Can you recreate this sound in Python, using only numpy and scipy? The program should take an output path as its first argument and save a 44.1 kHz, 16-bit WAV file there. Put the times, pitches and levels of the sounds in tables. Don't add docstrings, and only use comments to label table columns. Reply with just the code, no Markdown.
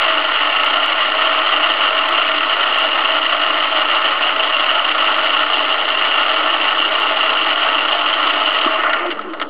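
import sys
import numpy as np
from scipy import signal
from scipy.fft import rfft, irfft
from scipy.io import wavfile
from scipy.ndimage import uniform_filter1d, minimum_filter1d

SR = 44100
rng = np.random.default_rng(int(sys.argv[2]) if len(sys.argv) > 2 else 0)


def how_loud(loudness_db):
    steps = np.asarray(loudness_db, float) / 20
    return 10 ** steps


def persist_wave(psi):
    counts = np.round(np.clip(psi, -1, 1) * 32767).astype(np.int16)
    wavfile.write(sys.argv[1], SR, np.atleast_2d(counts).T)


N = 418509
SECONDS = np.arange(N) / SR
MAINS_RIPPLE_HZ = 100.162


def rms_one(x):
    return x / np.sqrt(np.mean(x ** 2) + 1e-20)


def place(times, values):
    out = np.zeros(N)
    np.add.at(out, np.round(np.asarray(times) * SR).astype(int), values)
    return out


def fade(x, seconds):
    r = np.exp(-1 / (max(seconds, 1e-4) * SR))
    return signal.lfilter([np.e * (1 - r)], [1, -2 * r, r * r], x + 1e-18)


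def drift(rate_hz):
    r = np.exp(-2 * np.pi * rate_hz / SR)
    noise = rng.standard_normal(N + SR)
    return rms_one(signal.lfilter([1], [1, -2 * r, r * r], noise)[SR:])


def motor_hum(level_db=-63):
    powered = SECONDS < SWELLS[0][0]
    return how_loud(level_db) * np.cos(2 * np.pi * (MAINS_RIPPLE_HZ * SECONDS + .125)) * powered


# t/s, level/dB (peak), f/Hz, length/s
SWELLS = [
    (8.66, -13, 318, 0.012),
    (8.672, -8, 1140, .012),
    (9.0, -27, 350, .06),
    (9.052, -15.5, 610, .01),
    (9.045, -21, 350, 0.074),
    (9.191, -17, 1300, 0.0092),
    (9.235, -25.5, 365, .07),
    (9.28, -26, 325, .07),
    (9.13, -40, 210, .2),
    (9.41, -30, 300, 0.045),
]


def bench():
    out = np.zeros(N)
    for s, peak_db, hz, length_s in SWELLS:
        swell = np.sin(np.pi * np.clip((SECONDS - s) / length_s, 0, 1))
        out += how_loud(peak_db) * swell * np.sin(2 * np.pi * hz * (SECONDS - s))
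    return out


# f/Hz, level/dB (per Hz)
COLOUR = [(47, -47.0), (188, -40.5), (281, -23.0), (529, -23.6), (557, -12.7), (1010, -16.5), (1057, -6.4),
          (1515, -15.0), (1690, -18.4), (1784, -10.0), (2474, -19.1), (3068, -9.4), (3993, -37.5),
          (5140, -58.1)]
# f/Hz, width/Hz, level/dB
MODES = [(201, 16, 6.3), (300, 18, 11.8), (337, 21, 9.5), (411, 25, 4.6), (449, 15, 7.8), (502, 12, 9.2),
         (619, 14, 6.9), (644, 13, 13.3), (684, 5, -5.0), (697, 7, 10.2), (729, 10, -4.7), (745, 8, 6.5),
         (799, 10, 0.9), (867, 66, 7.9), (930, 16, -5.5), (944, 5, 10.2), (1131, 13, 1.3), (1201, 28, 4.9),
         (1294, 55, 9.3), (1383, 32, 10.2), (1412, 26, -8.5), (1440, 75, 8.6), (1958, 21, 5.6),
         (2070, 20, 4.0), (2263, 47, 4.2), (2577, 150, 6.6), (2689, 147, -6.3), (2766, 93, 11.5),
         (2901, 120, 6.3), (4545, 1286, 14.4)]
PART_EDGES_HZ = (520, 1600, 2650, 3300)


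def body_responses(size=16384):
    hz = np.maximum(np.arange(size // 2 + 1) * SR / size, 1)
    colour_hz, colour_db = np.transpose(COLOUR)
    level_db = np.interp(np.log(hz), np.log(colour_hz), colour_db)
    for centre_hz, width_hz, lift_db in MODES:
        level_db = level_db + lift_db / (1 + (2 * (hz - centre_hz) / width_hz) ** 2)
    below = [0] + [1 / (1 + (hz / edge) ** 16) for edge in PART_EDGES_HZ] + [1]
    energy = np.bincount(np.searchsorted(PART_EDGES_HZ, hz), how_loud(level_db) ** 2) * 2 / size
    energy[-1] = energy[-2]
    parts = []
    for lower, upper, band_energy in zip(below, below[1:], energy):
        band = how_loud(level_db) * np.sqrt(np.abs(upper - lower) / band_energy)
        cepstrum = irfft(np.log(band + 1e-7))
        cepstrum[1:size // 2] *= 2
        ring = irfft(np.exp(rfft(cepstrum[:size // 2], size)))
        parts.append(ring[:size // 2])
    return parts


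# t/s, level/dB (peak), cover share/dB
SLACK = [(8.835, -7, -5), (8.893, -8, -12), (8.932, -4, 8), (8.985, -14, 1.5), (9.065, -17, 1.5),
         (9.103, -11.5, 9), (9.112, -13, 9), (9.123, -16, 8.5), (9.1905, -17.5, 1.5), (9.212, -25, 1.5),
         (9.2974, -30.5, 3), (9.334, -15, -4), (9.372, -29, -3), (9.398, -13, 0.5), (9.414, -7, -3.5),
         (9.4234, -11.5, 1.5)]


def slack_knocks(decay_s=0.0052):
    frame, headstock, gear_box, cover, hiss = body_responses()
    t = np.arange(2000) / SR
    out = np.zeros(N)
    for s, peak_db, cover_db in SLACK:
        burst = rng.standard_normal(2000) * np.exp(-t / decay_s)
        ring = headstock + how_loud(cover_db) * (gear_box + cover + 1.36 * hiss)
        knock = np.convolve(burst, ring[:3000])
        knock = how_loud(peak_db) * knock / np.abs(knock).max()
        at = round(s * SR)
        out[at:at + len(knock)] += knock[:N - at]
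    return out


# t/s, level/dB (peak), f/Hz
PUFFS = [(0.049, -4, 2820), (0.1808, 0, 2800), (0.3707, -8, 2730), (0.6325, -5, 2850), (1.2702, -3, 3020),
         (1.877, -5, 2940), (2.4064, -6, 2750), (2.784, -3, 2820), (3.057, -3.5, 2860), (3.105, -4, 2840),
         (3.542, -5, 2970), (4.054, -2, 2900), (4.2353, -4, 2800), (4.6433, -6, 2730), (4.691, 1, 2960),
         (4.7526, -3, 2850), (4.8505, -3, 2890), (5.0723, -5, 2800), (5.271, -5, 2860), (5.5917, 2, 2830),
         (5.9024, -1, 2870), (6.14, -4, 2880), (6.2118, -3.5, 2830), (6.231, -4, 2880), (6.3004, -4, 3080),
         (6.6887, 0, 2910), (6.7605, -7, 2810), (7.0673, -6, 2840), (7.2924, 1, 2830), (8.1367, -1, 3060)]


def all_puffs():
    crests = np.arange(1, int(COAST[0][0] * MAINS_RIPPLE_HZ))
    pick, pitch = rng.random((len(crests), 2)).T
    late, size = rng.standard_normal((len(crests), 2)).T
    times = (crests + .05 + .15 * late) / MAINS_RIPPLE_HZ
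    peaks_db = -12 + 3 * size
    low_hz, high_hz = 2716, 3020
    rows = np.transpose([times, peaks_db, low_hz + (high_hz - low_hz) * pitch])
    return np.concatenate([PUFFS, rows[pick < .065]])


def cover_puffs(puffs, length_s=0.0057, trim_db=-3.0):
    t = np.arange(600) / SR
    swell = np.sin(np.pi * np.clip(t / length_s, 0, 1)) ** 2
    out = np.zeros(N)
    for s, peak_db, hz in puffs:
        at = max(round((s - .0008) * SR), 0)
        tone = np.sin(2 * np.pi * (hz * t + rng.random()))
        out[at:at + 600] += how_loud(peak_db + trim_db) * swell * tone
    return out


# level/dB, creep/(dB/s), share of early slowing, knee/dB, share of late slowing
PARTS = [
    (-36, 0.34, .05, -11, .1),
    (-18.5, 0.003, -0.11, -7.5, 0.99),
    (-23, -0.19, -0.11, -9, 1.64),
    (-18.5, 0, 1.01, -10, 1.12),
]
# t/s, level/dB
COAST = [
    (8.6, 0.5),
    (8.79, -3.5),
    (8.89, -8.5),
    (8.99, -10.5),
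    (9.1, -14),
    (9.16, -18),
    (9.37, -22.5),
    (9.44, -20),
    (9.49, -30),
]


def part_levels():
    coast_db = np.interp(SECONDS, *np.transpose(COAST))
    levels_db = []
    for run_db, creep, early, knee_db, late in PARTS:
        early_db = early * np.maximum(coast_db, knee_db)
        late_db = late * np.minimum(coast_db - knee_db, 0)
        levels_db.append(run_db + creep * SECONDS + early_db + late_db)
    return levels_db


# f/Hz, depth/dB
PACING = [
    (6.22, 1.0),
    (12.44, .7),
    (28.95, 1.4),
    (31.05, 1.1),
    (43.5, 1.2),
    (57.9, .55),
    (86.85, .6),
    (144.75, .6),
]


def rattle(ripple_db, chance_db, top_db):
    powered = SECONDS < SWELLS[0][0]
    ripple = np.cos(2 * np.pi * (MAINS_RIPPLE_HZ * SECONDS - .2))
    load_db = ripple_db * ripple * how_loud(1.5 * drift(7.6))
    for hz, depth_db in PACING:
        load_db = load_db + 1.12 * depth_db * np.cos(2 * np.pi * (hz * SECONDS + rng.random()))
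    load_db = load_db * powered + chance_db * drift(130)
    return top_db * np.tanh(load_db / top_db)


def lathe(puffs):
    *levels_db, cover_db = part_levels()
    hiss_db = np.maximum(cover_db - 1.2, -41)
    levels_db = levels_db + [cover_db + 0.2, hiss_db]
    load_db = rattle(ripple_db=2.0, chance_db=2.5, top_db=5.5)
    hardest = fade(place(puffs[:, 0] - .001, how_loud(puffs[:, 1] + 6)), .0015)
    contacts = rng.standard_normal((2, N))
    load_shares = (0.27, 0.61, .65, 1.37, 0.84)
    knock_shares = (0.088, 0.42, 0.48, 0.22, 0.47)
    parts = zip(body_responses(), levels_db, load_shares, knock_shares)
    out = np.zeros(N)
    for k, (ring, level_db, follows, knock) in enumerate(parts):
        strength = rms_one(how_loud(follows * load_db + 1.11 * drift(27))) + knock * hardest
        rung = signal.oaconvolve(contacts[k % 2] * strength, ring)
        rung[:len(ring) - 1] += rung[N:]
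        out += how_loud(level_db) * rung[:N]
    return out


def scene():
    puffs = all_puffs()
    mix = motor_hum() + bench() + slack_knocks() + cover_puffs(puffs) + lathe(puffs)
    return mix[None]


# t/s, level/dB (clipped corner)
OVERLOADS = [(0.182, -43), (0.2708, -45), (0.5756, -42), (0.6459, -28), (0.8599, -28), (1.2281, -48),
             (1.4765, -39), (1.6696, -50), (2.0901, -28), (2.577, -43), (2.7861, -27), (3.1088, -56),
             (3.5423, -60), (4.2817, -55), (5.1746, -37), (5.247, -33), (5.2714, -52), (5.5917, -49),
             (5.8446, -50), (6.4004, -48), (7.0, -31), (7.3317, -42), (7.3991, -49), (8.302, -35),
             (8.4582, -43), (8.4956, -42), (8.5295, -35)]


def clipped_corners():
    times, levels_db = np.array(OVERLOADS).T
    corners = place(times + 0.0007, how_loud(levels_db + 11))
    band = signal.butter(1, [3000, 10000], "band", fs=SR, output="sos")
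    return signal.sosfilt(band, corners + 1e-18)


def top_cut(x):
    return signal.sosfilt(signal.butter(12, 15830, fs=SR, output="sos"), x)


def record(dry):
    ceiling, offset = .67, -.0169
    room_left = minimum_filter1d(np.minimum(1, ceiling / (np.abs(dry + offset) + 1e-9)), size=161)
    limited = dry * uniform_filter1d(uniform_filter1d(room_left, size=80), size=80)
    run_in = np.concatenate([limited[:, 500:0:-1], limited], axis=1)
    band_cut = signal.ellip(10, .5, 40, 5120, fs=SR, output="sos")
    narrow = signal.sosfilt(band_cut, run_in)[:, 500:]
    shifted = narrow * np.cos(2 * np.pi * 6350 * SECONDS)
    image = 0
    for band_hz, lift_db in (([7500, 8900], -7), ([8900, 10200], .1), ([10200, 10900], 11)):
        band = signal.butter(5, band_hz, "band", fs=SR, output="sos")
        image = image + how_loud(lift_db) * signal.sosfilt(band, shifted)
    return top_cut(narrow + how_loud(-61) * image + clipped_corners() + offset)


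dry = scene()
out = record(dry)
persist_wave(out)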